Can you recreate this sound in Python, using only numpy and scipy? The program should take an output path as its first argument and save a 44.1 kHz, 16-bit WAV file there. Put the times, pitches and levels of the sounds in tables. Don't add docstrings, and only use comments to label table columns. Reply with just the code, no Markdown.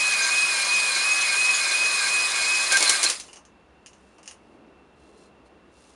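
import sys
import numpy as np
from scipy import signal
from scipy.fft import rfft, irfft, next_fast_len
from scipy.io import wavfile
from scipy.ndimage import uniform_filter1d, map_coordinates

SR = 44100
rng = np.random.default_rng(int(sys.argv[2]) if len(sys.argv) > 2 else 0)


def wrap_up_sound(samples):
    columns = np.atleast_2d(samples).T
    tamed = np.clip(columns, -1, 1)
    steps = np.round(tamed * 32767).astype(np.int16)
    wavfile.write(sys.argv[1], SR, steps)


N = 262519

# middle of free run t/s, middle of bind t/s, bind length t/s,
# sag of the whine f/Hz, rise of the low ring level/dB, rise of the middle ring level/dB
STROKES = [(0.02, 0.242, .15, 66.5, 11, 10), (0.4, 0.604, 0.16, 100.7, 8.5, 7.5),
           (0.764, 0.956, 0.14, 87, 6.5, 9.5), (1.1, 1.321, .11, 84.8, 6.5, 11.5),
           (1.47, 1.676, .14, 61.4, 10, 10), (1.812, 2.043, 0.099, 59.8, 16, 8.5),
           (2.173, 2.404, .1, 58, 10.5, 11), (2.526, 2.745, .06, 74.8, 20, 11.5)]
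# t/s, pitch f/Hz
FREE_PITCH = [(0, 2515), (.45, 2516), (.79, 2500), (1.18, 2534), (1.5, 2522), (1.85, 2515), (2.2, 2508),
              (2.6, 2529)]
# middle t/s, length t/s, change of level/dB
WHINE_DIPS = [(2.3, .06, -9), (2.673, .035, -7)]
# multiple of the motor speed, relative level/dB
DRIVE_LINES = [(.714, -44), (3.58, -25), (4, -26), (5, -32), (6, -22.5), (6.79, -31.5), (8.59, -19),
               (18, -20), (27.6, -28.5)]
# f/Hz, relative level/dB per Hz
GRIT_SPECTRUM = [(1900, -18.5), (2600, -5), (3060, -7), (3500, -3.5), (4500, -3.5), (5050, 0), (5600, -5.5),
                 (6900, -2.5), (7900, -4.5), (8800, -3), (9300, -4.5), (10400, -5), (16000, -6.5)]
# f/Hz, relative level/dB per Hz
RUSH_SPECTRUM = [(76, -64), (130, -27.5), (193, -23.5), (264, -25.5), (346, -12.5), (421, -14.5),
                 (590, -10), (867, -10), (1130, -8), (1430, -5.5), (1550, -11.5), (1780, -7), (2100, -3),
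                 (2730, -21), (4620, -120)]
# centre f/Hz, distance from centre to half gain f/Hz, relative level/dB
LOW_RING = [(1533, 22, -15), (1582, 13, 2.5), (1620, 41, -17)]
MID_RING = [(2110, 30, -15), (2203, 16, -0.5), (2310, 35, -16), (2497, 70, -9.5)]
HIGH_RING = [(4092, 16, 4), (4100, 30, 3.5), (4230, 100, -9), (4314, 40, 0), (5056, 130, -20.5),
             (6780, 90, -18.5), (8660, 50, -12.5), (10200, 30, -13)]
# same columns, f/Hz, f/Hz, level/dB
EVEN_RING = [(758, 16, -9), (1120, 19, -0.5), (1192, 40, -1), (1515, 35, -5), (1690, 42, -2), (2890, 18, 0),
             (3260, 20, -1)]
# middle t/s, length t/s,
# low ring level/dB, middle ring level/dB, high ring level/dB
SCRAPES = [(2.839, .055, -37, -25.5, -31), (2.88, .035, -40, -37, -28), (2.93, 0.078, -28.5, -34.5, -31),
           (3.06, .045, -33, -45.5, -26)]
# t/s, level/dB, f/Hz
SNAGS = [(0.221, -25, 6400), (.225, -27.5, 5000), (.945, -25, 4014), (1.11, -27.5, 6660),
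         (1.236, -26, 2220), (.13, -28.5, 2226), (1.54, -24, 6813), (1.543, -32, 3450),
         (2.396, -35.5, 8776), (3.053, -27.5, 4080), (3.06, -28, 2550), (3.2, -44, 6200),
         (3.284, -52, 2835)]
# t/s, relative level/dB, relative knock level/dB
CLATTER = [(2.7202, -6, -18.5), (2.7246, -6.5, -14), (2.77, -4, -18.5), (2.806, -9, -9),
           (2.8255, -4, -12.5), (2.8764, -8.5, -22), (2.8938, 0.5, -21.5), (3.0295, -4.5, -18.5),
           (3.0388, -4, -25), (3.0477, -13, -8), (3.087, -14, -14.5), (3.099, -6, -15), (3.1984, -20, -18)]
# f/Hz, relative level/dB per Hz
RIM_SPECTRUM = [(1000, -20), (2000, -8), (3100, -6), (4700, -2), (7000, -1.5), (10000, -4.5), (16000, -5.5)]
# f/Hz, relative level/dB per Hz
KNOCK_SPECTRUM = [(150, -30), (310, 4.5), (600, 3.5), (1200, 3), (2000, -21.5), (3000, -23)]
# t/s, relative level/dB, centre of the boost f/Hz, knock gain level/dB
CLICKS = [(3.236, -32.5, 5240, -16), (3.2809, -36, 2850, -15), (3.3306, -29, 8970, -22),
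          (3.3584, -31, 6170, -18.5), (3.371, -35, 6300, -15.5), (3.4514, -38, 6380, -21),
          (3.861, -30, 6800, -35), (3.867, -32, 2900, -33), (3.932, -39.5, 6430, -17),
          (4.1833, -39.5, 2610, -8), (4.2306, -35.5, 7900, -22), (4.258, -34, 8900, -27),
          (4.2765, -22.5, 6400, -32), (4.2854, -40, 6100, -23), (4.291, -34, 2850, -25),
          (4.3111, -29, 9600, -25)]
# f/Hz, relative level/dB per Hz
ARM_SPECTRUM = [(250, -17), (700, -11), (1300, -5), (2350, -1.5), (2850, 1), (3500, -8.5), (5200, 0),
                (6500, 2), (8000, -5), (9700, -3.5), (11000, -13.5), (16000, -20)]
# f/Hz, relative level/dB, time to fall 60 dB t/s
ARM_RING = [(2780, 1.5, .13), (2940, 2, 0.18), (2940, -7.5, 0.11), (6140, -12, .11)]
# middle t/s, length t/s, level/dB
BRUSHES = [(4.06, 0.33, -70.5), (4.48, .2, -77), (5.06, .17, -70), (5.22, 0.12, -65), (5.468, 0.034, -70.5),
           (5.865, .245, -62.5)]
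# middle t/s, length t/s, relative level/dB
RUSTLES = [(4.62, .44, -53.5), (5.18, 0.38, -55.5), (5.55, 0.33, -58)]
# f/Hz, relative level/dB per Hz
SKIN_SPECTRUM = [(2000, -21), (3300, 0), (5000, -0.5), (7200, -1), (10400, -3.5), (16000, -8)]
# f/Hz, relative level/dB per Hz
CLOTH_SPECTRUM = [(100, -27), (190, -1), (380, 3), (650, -5.5), (1500, -15.5)]
# f/Hz, relative level/dB per Hz
AIR_SPECTRUM = [(20, -24.5), (50, -15), (110, -8.5), (190, -4.5), (330, -1), (650, -6), (1100, -8.5),
                (1830, -14.5), (3400, -21.5), (6000, -31), (10000, -36), (16000, -42)]
# centre f/Hz, distance to half gain f/Hz, relative level/dB
HUM_BANDS = [(66.5, 12, 0), (195.8, 25, -5.5), (2700, 60, -10)]
# f/Hz, level/dB
MICROPHONE = [(10, 1.5), (7550, 0.5), (7900, -6), (8300, 1.5), (10200, 1), (10800, -7.5), (11750, -28.5),
              (13600, -25.5), (16500, -33.5)]

PINION_TEETH = 9
WHINE_DB, WHINE_DIP_DB = -27, 4
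FREE_RISE_DB, FREE_RUN_S = 3.5, 0.15
GRIT_DB, RUSH_DB, BIND_DB = -26.5, -36, 0
EXIT_S, CLEAR_S = 2.76, 3.07
STOP_S, RUN_DOWN_S = 3.119, 0.33
COAST_DB, REST_S = -29, 3.37
TOP_HZ = 15750


def amp(db):
    return 10 ** (np.asarray(db) / 20)


def unit(x):
    return x / np.sqrt(np.mean(x ** 2) + 1e-20)


def curves(rows):
    s, *columns = np.transpose(rows)
    return [np.interp(np.arange(N) / SR, s, column) for column in columns]


def until(end, fade):
    return amp(-60 * np.maximum(np.arange(N) / SR - end, 0) / fade)


def swell(middle, length, steep=3):
    distance = np.abs(2 * (np.arange(N) / SR - middle) / length)
    return 0.5 ** (distance ** steep)


def load():
    return np.array([swell(s, length) for _, s, length, *_ in STROKES])


def wobble(rate):
    points = rng.standard_normal(int(N * rate / SR) + 4)
    return map_coordinates(points, [np.arange(N) * rate / SR])


def filtered(x, response):
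    m = next_fast_len(len(x) + 8192)
    gain = response(np.fft.rfftfreq(m, 1 / SR))
    return irfft(rfft(x, m) * gain, m)[:len(x)]


def shape(points, hz):
    f, db = np.transpose(points)
    return amp(np.interp(np.log(hz + 1), np.log(f + 1), db, left=-120, right=-120))


def noise(points, size=N):
    return unit(filtered(rng.standard_normal(size), lambda hz: shape(points, hz)))


def rubbed(modes):
    def response(f):
        return sum(amp(db) / (1 + ((f - hz) / width) ** 2) for hz, width, db in modes)
    return unit(filtered(rng.standard_normal(N), response))


def patchy(x, depth_db):
    z = signal.stft(x, nperseg=256)[2]
    field = uniform_filter1d(rng.standard_normal(z.shape), size=4, axis=0)
    field = uniform_filter1d(field, size=7, axis=1)
    return unit(signal.istft(z * amp(depth_db * unit(field)), nperseg=256)[1][:N])


def blow(t, crack_t60, tail_db, tail_t60, attack=0.00051):
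    crack = amp(-60 * t / crack_t60)
    tail = amp(tail_db - 60 * t / tail_t60)
    return (1 - np.exp(-t / attack)) * np.hypot(crack, tail)


def add(track, s, sound):
    part = track[round(s * SR):][:len(sound)]
    part += sound[:len(part)]


def gears(flutter=0.002, rough=0.038, waver_db=1.47, shake_db=1.82, lines_db=-23, line_waver_db=3.5):
    loads, sag_hz = load(), np.transpose(STROKES)[3]
    free = sum(swell(s, FREE_RUN_S) for s, *_ in STROKES)
    pitch_hz = curves(FREE_PITCH)[0] - sag_hz @ loads
    turns = np.cumsum(pitch_hz * (1 + flutter * wobble(90))) / SR / PINION_TEETH

    dip_db = sum(db * swell(s, length) for s, length, db in WHINE_DIPS)
    level_db = WHINE_DB + FREE_RISE_DB * free - WHINE_DIP_DB * loads.sum(0) + dip_db
    uneven = amp(waver_db * wobble(22.02) + shake_db * wobble(60)) * (1 + rough * wobble(330))
    mesh = amp(level_db) * uneven * np.sin(2 * np.pi * PINION_TEETH * turns)

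    lines = np.zeros(N)
    for order, db in DRIVE_LINES:
        strength = amp(db + lines_db + line_waver_db * wobble(25))
        lines += strength * np.sin(2 * np.pi * order * turns + 0.6 * wobble(50))
    return np.sqrt(2) * (mesh * until(EXIT_S, 0.2) + lines * until(CLEAR_S, 0.2))


def stones(grain_db=1.0, chatter_db=0.4, rim_grit_db=2.4, rim_rush_db=3.3, free_db=-3):
    t = np.arange(N) / SR
    out_of_bore = np.clip((t - 2.93) / 0.08, 0, 1)
    contact_db = BIND_DB * load().sum(0) + free_db * out_of_bore
    on_rim = swell(2.88, 0.32)
    coasting = amp(COAST_DB) * until(REST_S, 0.186)
    running = amp(contact_db) * np.hypot(until(STOP_S, RUN_DOWN_S), coasting)

    bursts = unit(amp(grain_db * wobble(1400) + chatter_db * wobble(130)))
    scratching = bursts * patchy(noise(GRIT_SPECTRUM), depth_db=2.0)
    grit = amp(GRIT_DB + rim_grit_db * on_rim) * scratching
    rush = amp(RUSH_DB + rim_rush_db * on_rim) * noise(RUSH_SPECTRUM)
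    return running * (grit + rush)


def metal(low_db=-44, mid_db=-42, high_db=-36.5, high_rise_db=4.0, chatter_db=1.1, even_db=-39.5):
    loads, (low_rise, mid_rise) = load(), np.transpose(STROKES)[4:]
    low = low_db + low_rise @ loads
    mid = mid_db + mid_rise @ loads
    high = high_db + high_rise_db * loads.sum(0)
    in_bore = amp([low, mid, high])
    on_rim = sum(np.outer(amp(ring_db), swell(s, length)) for s, length, *ring_db in SCRAPES)

    rings = amp(even_db) * rubbed(EVEN_RING)
    for drive, modes in zip(np.hypot(in_bore, on_rim), (LOW_RING, MID_RING, HIGH_RING)):
        rings += drive * unit(amp(chatter_db * wobble(160)) * rubbed(modes))
    return rings * until(CLEAR_S, 0.21)


def snags(width_hz=220, t60=0.21):
    out, t = np.zeros(N), np.arange(SR // 4) / SR
    for s, db, hz in SNAGS:
        band = lambda f: 1 / (1 + ((f - hz) / width_hz) ** 2)
        ring = unit(filtered(rng.standard_normal(len(t)), band))
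        envelope = blow(t, crack_t60=0.033, tail_db=-0.5, tail_t60=t60, attack=0.003)
        add(out, s, amp(db) * envelope * ring)
    return out


def clatter(crack_db=-7, thud_db=-12):
    out, t = np.zeros(N), np.arange(SR // 2) / SR
    for s, db, knock_db in CLATTER:
        envelope = blow(t, crack_t60=0.017, tail_db=-6.5, tail_t60=0.1213)
        crack = amp(crack_db) * envelope * noise(RIM_SPECTRUM, size=len(t))
        knock = amp(thud_db + knock_db - 60 * t / 0.097) * noise(KNOCK_SPECTRUM, size=len(t))
        add(out, s, amp(db) * (crack + knock))
    return out


def clicks(level_db=-5, focus_db=6, focus_hz=600, ring_db=-25):
    out, t = np.zeros(N), np.arange(SR // 2) / SR
    for s, db, bright_hz, knock_db in CLICKS:
        colour = lambda hz: amp(focus_db / (1 + ((hz - bright_hz) / focus_hz) ** 2))
        coloured = unit(filtered(noise(ARM_SPECTRUM, size=len(t)), colour))
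        tick = blow(t, crack_t60=0.0083, tail_db=-12.5, tail_t60=0.15) * coloured

        ring = np.zeros(len(t))
        for hz, mode_db, t60 in ARM_RING:
            varied_db = mode_db + 2 * rng.standard_normal()
            ring += amp(varied_db - 60 * t / t60) * np.sin(2 * np.pi * hz * t)

        envelope = blow(t, crack_t60=0.02, tail_db=0, tail_t60=0.29, attack=0.0025)
        knock = envelope * noise(KNOCK_SPECTRUM, size=len(t))
        add(out, s, amp(db + level_db) * (tick + amp(ring_db) * ring + amp(knock_db) * knock))
    return out


def hand(deck_db=-4.5, cloth_db=-3, grain_db=2):
    moves = lambda rows: sum(amp(db) * swell(s, length) for s, length, db in rows)
    deck = amp(deck_db) * swell(5.25, 0.7) * rubbed(HIGH_RING)
    grain = amp(grain_db * wobble(300))
    skin = moves(BRUSHES) * grain * (noise(SKIN_SPECTRUM) + deck)
    sleeve = amp(cloth_db) * moves(RUSTLES) * noise(CLOTH_SPECTRUM)
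    return skin + sleeve


def garage(air_db=-58, hum_db=-65):
    return amp(air_db) * noise(AIR_SPECTRUM) + amp(hum_db) * rubbed(HUM_BANDS)


def scene():
    drilling = gears() + stones() + metal() + snags()
    mono = drilling + clatter() + clicks() + hand() + garage()
    return np.array([mono, mono])


def record(dry):
    response = lambda hz: shape(MICROPHONE, hz) * (hz < TOP_HZ)
    return np.array([filtered(x, response) for x in dry])


dry = scene()
out = record(dry)
wrap_up_sound(out)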